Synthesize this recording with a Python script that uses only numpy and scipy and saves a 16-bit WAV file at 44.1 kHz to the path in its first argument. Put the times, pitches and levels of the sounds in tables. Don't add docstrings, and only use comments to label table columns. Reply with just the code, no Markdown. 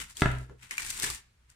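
import sys
import numpy as np
from scipy import signal
from scipy.fft import rfft, irfft, next_fast_len
from scipy.io import wavfile
from scipy.ndimage import uniform_filter1d, map_coordinates

SR = 44100
rng = np.random.default_rng(int(sys.argv[2]) if len(sys.argv) > 2 else 0)


def int16_out(signal):
    q = np.round(np.clip(np.atleast_2d(signal).T, -1, 1) * 32767)
    wavfile.write(sys.argv[1], SR, q.astype(np.int16))


N = 68355

# time in seconds, crackle level in dB, low rustle relative to it in dB.
FILM_PULL = [(0, -37.5, 0.5), (.016, -41, -1), (.068, -62.5, -2), (.112, -50, -6), (.146, -65.5, -9),
             (.168, -52, -3), (.21, -41, -7.5), (.246, -54.5, -0.5), (.32, -59.5, 12.5), (.44, -64.5, -8),
             (.568, -98, -24), (.59, -64.5, 4.5), (.619, -63.5, 0), (.628, -50.5, 0), (.655, -59, 2.5),
             (.706, -61, -1), (.711, -43, 2), (.777, -57, 1), (.782, -43, 1), (.892, -42, -6.5),
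             (.906, -34, -8), (.918, -44.5, -5), (.99, -42.5, -3), (1.018, -41, 0.5), (1.04, -30.5, -5.5),
             (1.075, -38.5, -1), (1.16, -47.5, -5), (1.272, -92.5, -2.5), (1.48, -83.5, 8.5),
             (1.502, -58, -4), (1.55, -79.5, 7.5)]
# start in seconds, level in dB, burst T60 in seconds,
# pitch of the taut patch in Hz, its ring relative to the level in dB.
FILM_SNAPS = [(0.093, -64, .03, 3740, -8), (0.156, -52, .02, 4340, 3), (0.1695, -29.5, 0.0139, 3300, -5),
              (0.177, -38, 0.016, 3580, -15), (0.207, -34, .025, 3470, -35), (0.315, -42, 0.025, 2900, -21),
              (.385, -42.5, 0.0066, 3060, -27.5), (0.71, -27, 0.0074, 2140, 2.5),
              (0.7368, -43.5, 0.018, 3160, 4), (.772, -37.5, 0.018, 2330, -11),
              (0.7806, -23, 0.015, 2337, 5.5), (0.804, -31, 0.016, 1790, -7.5),
              (0.8209, -32, .015, 1900, -1.5), (0.864, -33, .015, 1650, -3), (.901, -32, 0.0087, 2560, -20),
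              (0.9034, -22.5, 0.0073, 2780, -18), (.9765, -31.5, 0.0083, 2980, -10),
              (0.9994, -19.5, 0.0055, 3800, -14), (1.0232, -22.5, .012, 3660, -13),
              (1.032, -21.5, 0.019, 1750, -6.5), (1.0436, -30.5, 0.0079, 1770, 6.5),
              (1.1012, -25.5, 0.029, 1180, -6.5), (1.1475, -29.5, .015, 1990, -12.5),
              (1.5013, -42, .008, 1510, -12.5)]
# frequency in Hz, gain in dB.
FILM_BRIGHT_COLOUR = [(2500, -31.5), (3500, -4.5), (6200, -3.5), (7700, 0), (9500, -2), (11000, -11.5),
                      (14500, -13.5), (16400, -31)]
# frequency in Hz, gain in dB.
FILM_RUSTLE_COLOUR = [(200, -7), (400, -15), (600, -22), (900, -6.5), (1400, -4.5), (2100, 0.5), (3000, -3),
                      (4500, -17)]
# start in seconds, level in dB, contact in ms, table boom in dB.
DISH_KNOCKS = [(0.22, -14.5, 0.16, -33.5), (0.2584, -21, 0.3, -33.5), (0.4968, -48, 0.28, -85),
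               (1.037, -35, 0.53, -57)]
# frequency in Hz, level in dB, T60 in seconds.
DISH_MODES = [(194, -15.5, 0.02), (245, -1.5, 0.019), (306, -6, 0.05), (387.4, -14, 0.099), (412, -15, .05),
              (510, -19, 0.05), (720, -23, 0.053), (774, -19, 0.052), (989, -14.5, 0.04), (1146, -14, 0.05),
              (1393, -1.5, 0.022), (1695, -3.5, 0.035), (2024, -4.5, 0.028), (2580, -2.5, 0.01),
              (3060, -10.5, 0.01)]
# frequency in Hz, gain in dB.
CRACK_COLOUR = [(300, -16), (800, -1), (1500, -3.5), (2800, -15.5), (3500, -24), (8000, -28), (15000, -50)]
# frequency in Hz, level in dB, T60 in seconds.
TABLE_MODES = [(29.8, -2.5, 0.39), (61.5, 2.5, 1), (90.5, 3, 0.15), (126.2, 2, 0.73)]
# time in seconds, gain in dB.
BOOM_LEVEL = [(.43, 3.5), (.455, -1.5), (.58, -1.5), (.62, -33), (.9, -31), (1.0, -1)]
# time in seconds, level in dB.
TUG_LEVEL = [(0, -43.5), (.07, -56.5), (.15, -62.5), (.6, -56), (.72, -65.5), (.9, -52), (1.01, -53.5),
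             (1.04, -48), (1.07, -51), (1.15, -53), (1.2, -69), (1.27, -60), (1.55, -64.5)]
# frequency in Hz, gain in dB.
TUG_COLOUR = [(20, 0), (35, -4), (90, -7), (200, -15), (400, -46.5)]
# time in seconds, level in dB.
SCUFF_LEVEL = [(0, -54.5), (.14, -107), (.18, -60.5), (.21, -55.5), (.49, -64), (.51, -48), (.57, -59.5),
               (.6, -83), (.96, -67.5), (1.0, -56.5), (1.05, -52), (1.11, -55), (1.17, -77), (1.2, -82),
               (1.55, -88)]
# frequency in Hz, gain in dB.
SCUFF_TONE = [(120, -20.5), (190, -3.5), (300, -2.5), (400, 7.5), (550, -5.5), (800, -18.5)]
# frequency in Hz, gain in dB.
AIR_COLOUR = [(100, 10.5), (180, -2), (700, -0.5), (1500, 3.5), (5000, -5.5), (10000, -8.5), (16000, -25)]

CRACKLES_PER_S, CRACKLE_SPREAD_DB, CRACKLE_T60_S = 2500, 1.5, 0.0095
TICK_DB, PATCH_T60_S, PATCH_HIGHPASS_HZ = 9, 0.021, 785
FILM_PAN_DB, FILM_LAG_S, FILM_LIKENESS = 3, 0.000672, 0.07
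CRACK_DB, CRACK_T60_S, EDGE_DB = 1.5, 0.013, 9.5
TABLE_YIELD_S, TABLE_LAG_S = 0.002, 0.00038
TUG_RING_DB = 0
SWELL_START_S, SWELL_LENGTH_S, SWELL_DB = 1.31, 0.26, -55.5
ROOM_T60_S, ROOM_TREBLE_T60_S, ROOM_SPLIT_HZ = 0.38, 0.26, 5600
ROOM_RISE_S, ROOM_SIDE_HIGHPASS_HZ = 0.0053, 350
FILM_WET_DB, KNOCK_WET_DB, CRACK_WET_DB = -8, -4.5, 0
AIR_DB = -68
GATE_DB, GATE_DEPTH_DB, GATE_KNEE_DB, GATE_WINDOW_S, GATE_HIGHPASS_HZ = -57, 5, 3, 0.036, 298
TOP_HZ = 16400


def amp(db):
    return 10 ** (np.asarray(db) / 20)


def unit(x):
    return x / np.sqrt(np.mean(x ** 2))


def curve(table, axis=1):
    table = np.array(table)
    return np.interp(np.arange(N) / SR, table[:, 0], table[:, axis])


def colour(x, points):
    hz, db = np.array(points, float).T
    size = next_fast_len(N + 4096)
    f = np.maximum(np.arange(size // 2 + 1) * SR / size, 1)
    gain = amp(np.interp(np.log(f), np.log(hz), db, left=-70, right=-70))
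    return irfft(rfft(x, size) * unit(gain), size)[..., :N]


def highpass(x, hz):
    return signal.sosfilt(signal.butter(2, hz, "high", fs=SR, output="sos"), x)


def spikes(times_s, sizes):
    out = np.zeros(N)
    index = np.clip((np.asarray(times_s) * SR).astype(int), 0, N - 1)
    np.add.at(out, index, sizes)
    return out


def fade(x, t60_s):
    decay = np.exp(-np.log(1000) / (t60_s * SR))
    return signal.lfilter([1], [1, -decay], x)


def ring(x, modes):
    out = 0
    for hz, db, t60_s in modes:
        r = np.exp(-np.log(1000) / (t60_s * SR))
        w = 2 * np.pi * hz / SR
        out = out + amp(db) * signal.lfilter([0, r * np.sin(w)], [1, -2 * r * np.cos(w), r * r], x)
    return out


def delay(x, seconds):
    return map_coordinates(x, [np.arange(N) - seconds * SR], mode="nearest")


def wide_noise():
    shared, left, right = rng.standard_normal((3, N))
    like = np.clip(FILM_LIKENESS, 0, 1)
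    return np.sqrt(like) * shared + np.sqrt(1 - like) * np.array([left, right])


def crackle_envelope():
    happens, size = rng.random((N, 2)).T
    hits = (happens < CRACKLES_PER_S / SR) * amp(-CRACKLE_SPREAD_DB * np.log(1 - size))
    crackle = fade(hits, CRACKLE_T60_S)
    local_rms = np.sqrt(uniform_filter1d(crackle ** 2, size=1500) + 1e-9)
    return crackle / local_rms * amp(curve(FILM_PULL))


def film():
    crackle = crackle_envelope()
    bursts, ticks, rings = crackle.copy(), np.zeros(N), np.zeros(N)
    for start_s, db, t60_s, hz, ring_db in FILM_SNAPS:
        snap = spikes([start_s], amp(db))
        bursts = bursts + fade(snap, t60_s) / 2
        ticks = ticks + amp(TICK_DB) * snap
        rings = rings + ring(snap, [(hz, ring_db, PATCH_T60_S)])
    bright = colour(bursts * wide_noise() + ticks, FILM_BRIGHT_COLOUR)
    rustle = crackle * amp(curve(FILM_PULL, axis=2)) * wide_noise()
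    return bright + colour(rustle, FILM_RUSTLE_COLOUR) + highpass(rings, PATCH_HIGHPASS_HZ)


def knocks():
    pushes, boom = np.zeros(N), np.zeros(N)
    t = np.arange(N) / SR
    slow = np.hanning(max(int(TABLE_YIELD_S * SR), 3))
    for start_s, db, contact_ms, boom_db in DISH_KNOCKS:
        contact_s = contact_ms / 1000
        phase = np.clip((t - start_s) / contact_s, 0, 1)
        push = -np.sin(np.pi * phase) / (contact_s * SR * 2 / np.pi)
        softened = np.convolve(-push, slow / slow.sum())[:N]
        pushes = pushes + amp(db) * push
        boom = boom + amp(boom_db) * ring(softened, TABLE_MODES)
    burst = fade(pushes, CRACK_T60_S) * rng.standard_normal(N)
    crack = amp(CRACK_DB) * colour(burst, CRACK_COLOUR)
    crack = crack + amp(EDGE_DB) * colour(pushes, CRACK_COLOUR)
    return ring(pushes, DISH_MODES), crack, boom * amp(curve(BOOM_LEVEL))


def tugging():
    direct, driving = colour(rng.standard_normal((2, N)), TUG_COLOUR)
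    rung = unit(ring(driving, TABLE_MODES))
    return amp(curve(TUG_LEVEL)) * unit(direct + amp(TUG_RING_DB) * rung)


def low_swell():
    t = np.arange(N) / SR
    swell = np.sin(np.pi * np.clip((t - SWELL_START_S) / SWELL_LENGTH_S, 0, 1))
    return amp(SWELL_DB) * swell * np.sin(2 * np.pi * TABLE_MODES[1][0] * t)


def scuffing():
    return amp(curve(SCUFF_LEVEL)) * colour(wide_noise(), SCUFF_TONE)


def room(x):
    t = np.arange(SR // 2) / SR
    mid, side = rng.standard_normal((2, len(t)))
    side = highpass(side, ROOM_SIDE_HIGHPASS_HZ)
    noise = np.array([mid + side, mid - side])
    low = signal.sosfilt(signal.butter(2, ROOM_SPLIT_HZ, fs=SR, output="sos"), noise)
    tail = low * amp(-60 * t / ROOM_T60_S) + (noise - low) * amp(-60 * t / ROOM_TREBLE_T60_S)
    tail = tail * np.clip(t / ROOM_RISE_S, 0, 1)
    tail = tail / np.sqrt(np.mean(np.sum(tail ** 2, axis=1)))
    return signal.fftconvolve(x[None], tail, axes=1)[:, :N]


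def air():
    return amp(AIR_DB) * colour(rng.standard_normal((2, N)), AIR_COLOUR)


def scene():
    left, right = film()
    dish, crack, boom = knocks()
    near_left = left * amp(FILM_PAN_DB / 2)
    near_right = delay(right, FILM_LAG_S) * amp(-FILM_PAN_DB / 2)
    near = np.array([near_left, near_right])
    wet = room(amp(FILM_WET_DB) * left + amp(KNOCK_WET_DB) * dish + amp(CRACK_WET_DB) * crack)
    wood = boom + tugging() + low_swell()
    wood = np.array([wood, delay(wood, TABLE_LAG_S)])
    return near + dish + crack + wood + scuffing() + wet + air()


def record(dry):
    heard = highpass(dry.mean(axis=0), GATE_HIGHPASS_HZ)
    power = uniform_filter1d(heard ** 2, int(GATE_WINDOW_S * SR))
    level_db = 10 * np.log10(np.abs(power) + 1e-14)
    closed = .5 - .5 * np.tanh((level_db - GATE_DB) / GATE_KNEE_DB)
    gated = dry * amp(-GATE_DEPTH_DB * closed)
    return signal.sosfilt(signal.ellip(10, .2, 80, TOP_HZ, fs=SR, output="sos"), gated)


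dry = scene()
out = record(dry)
int16_out(out)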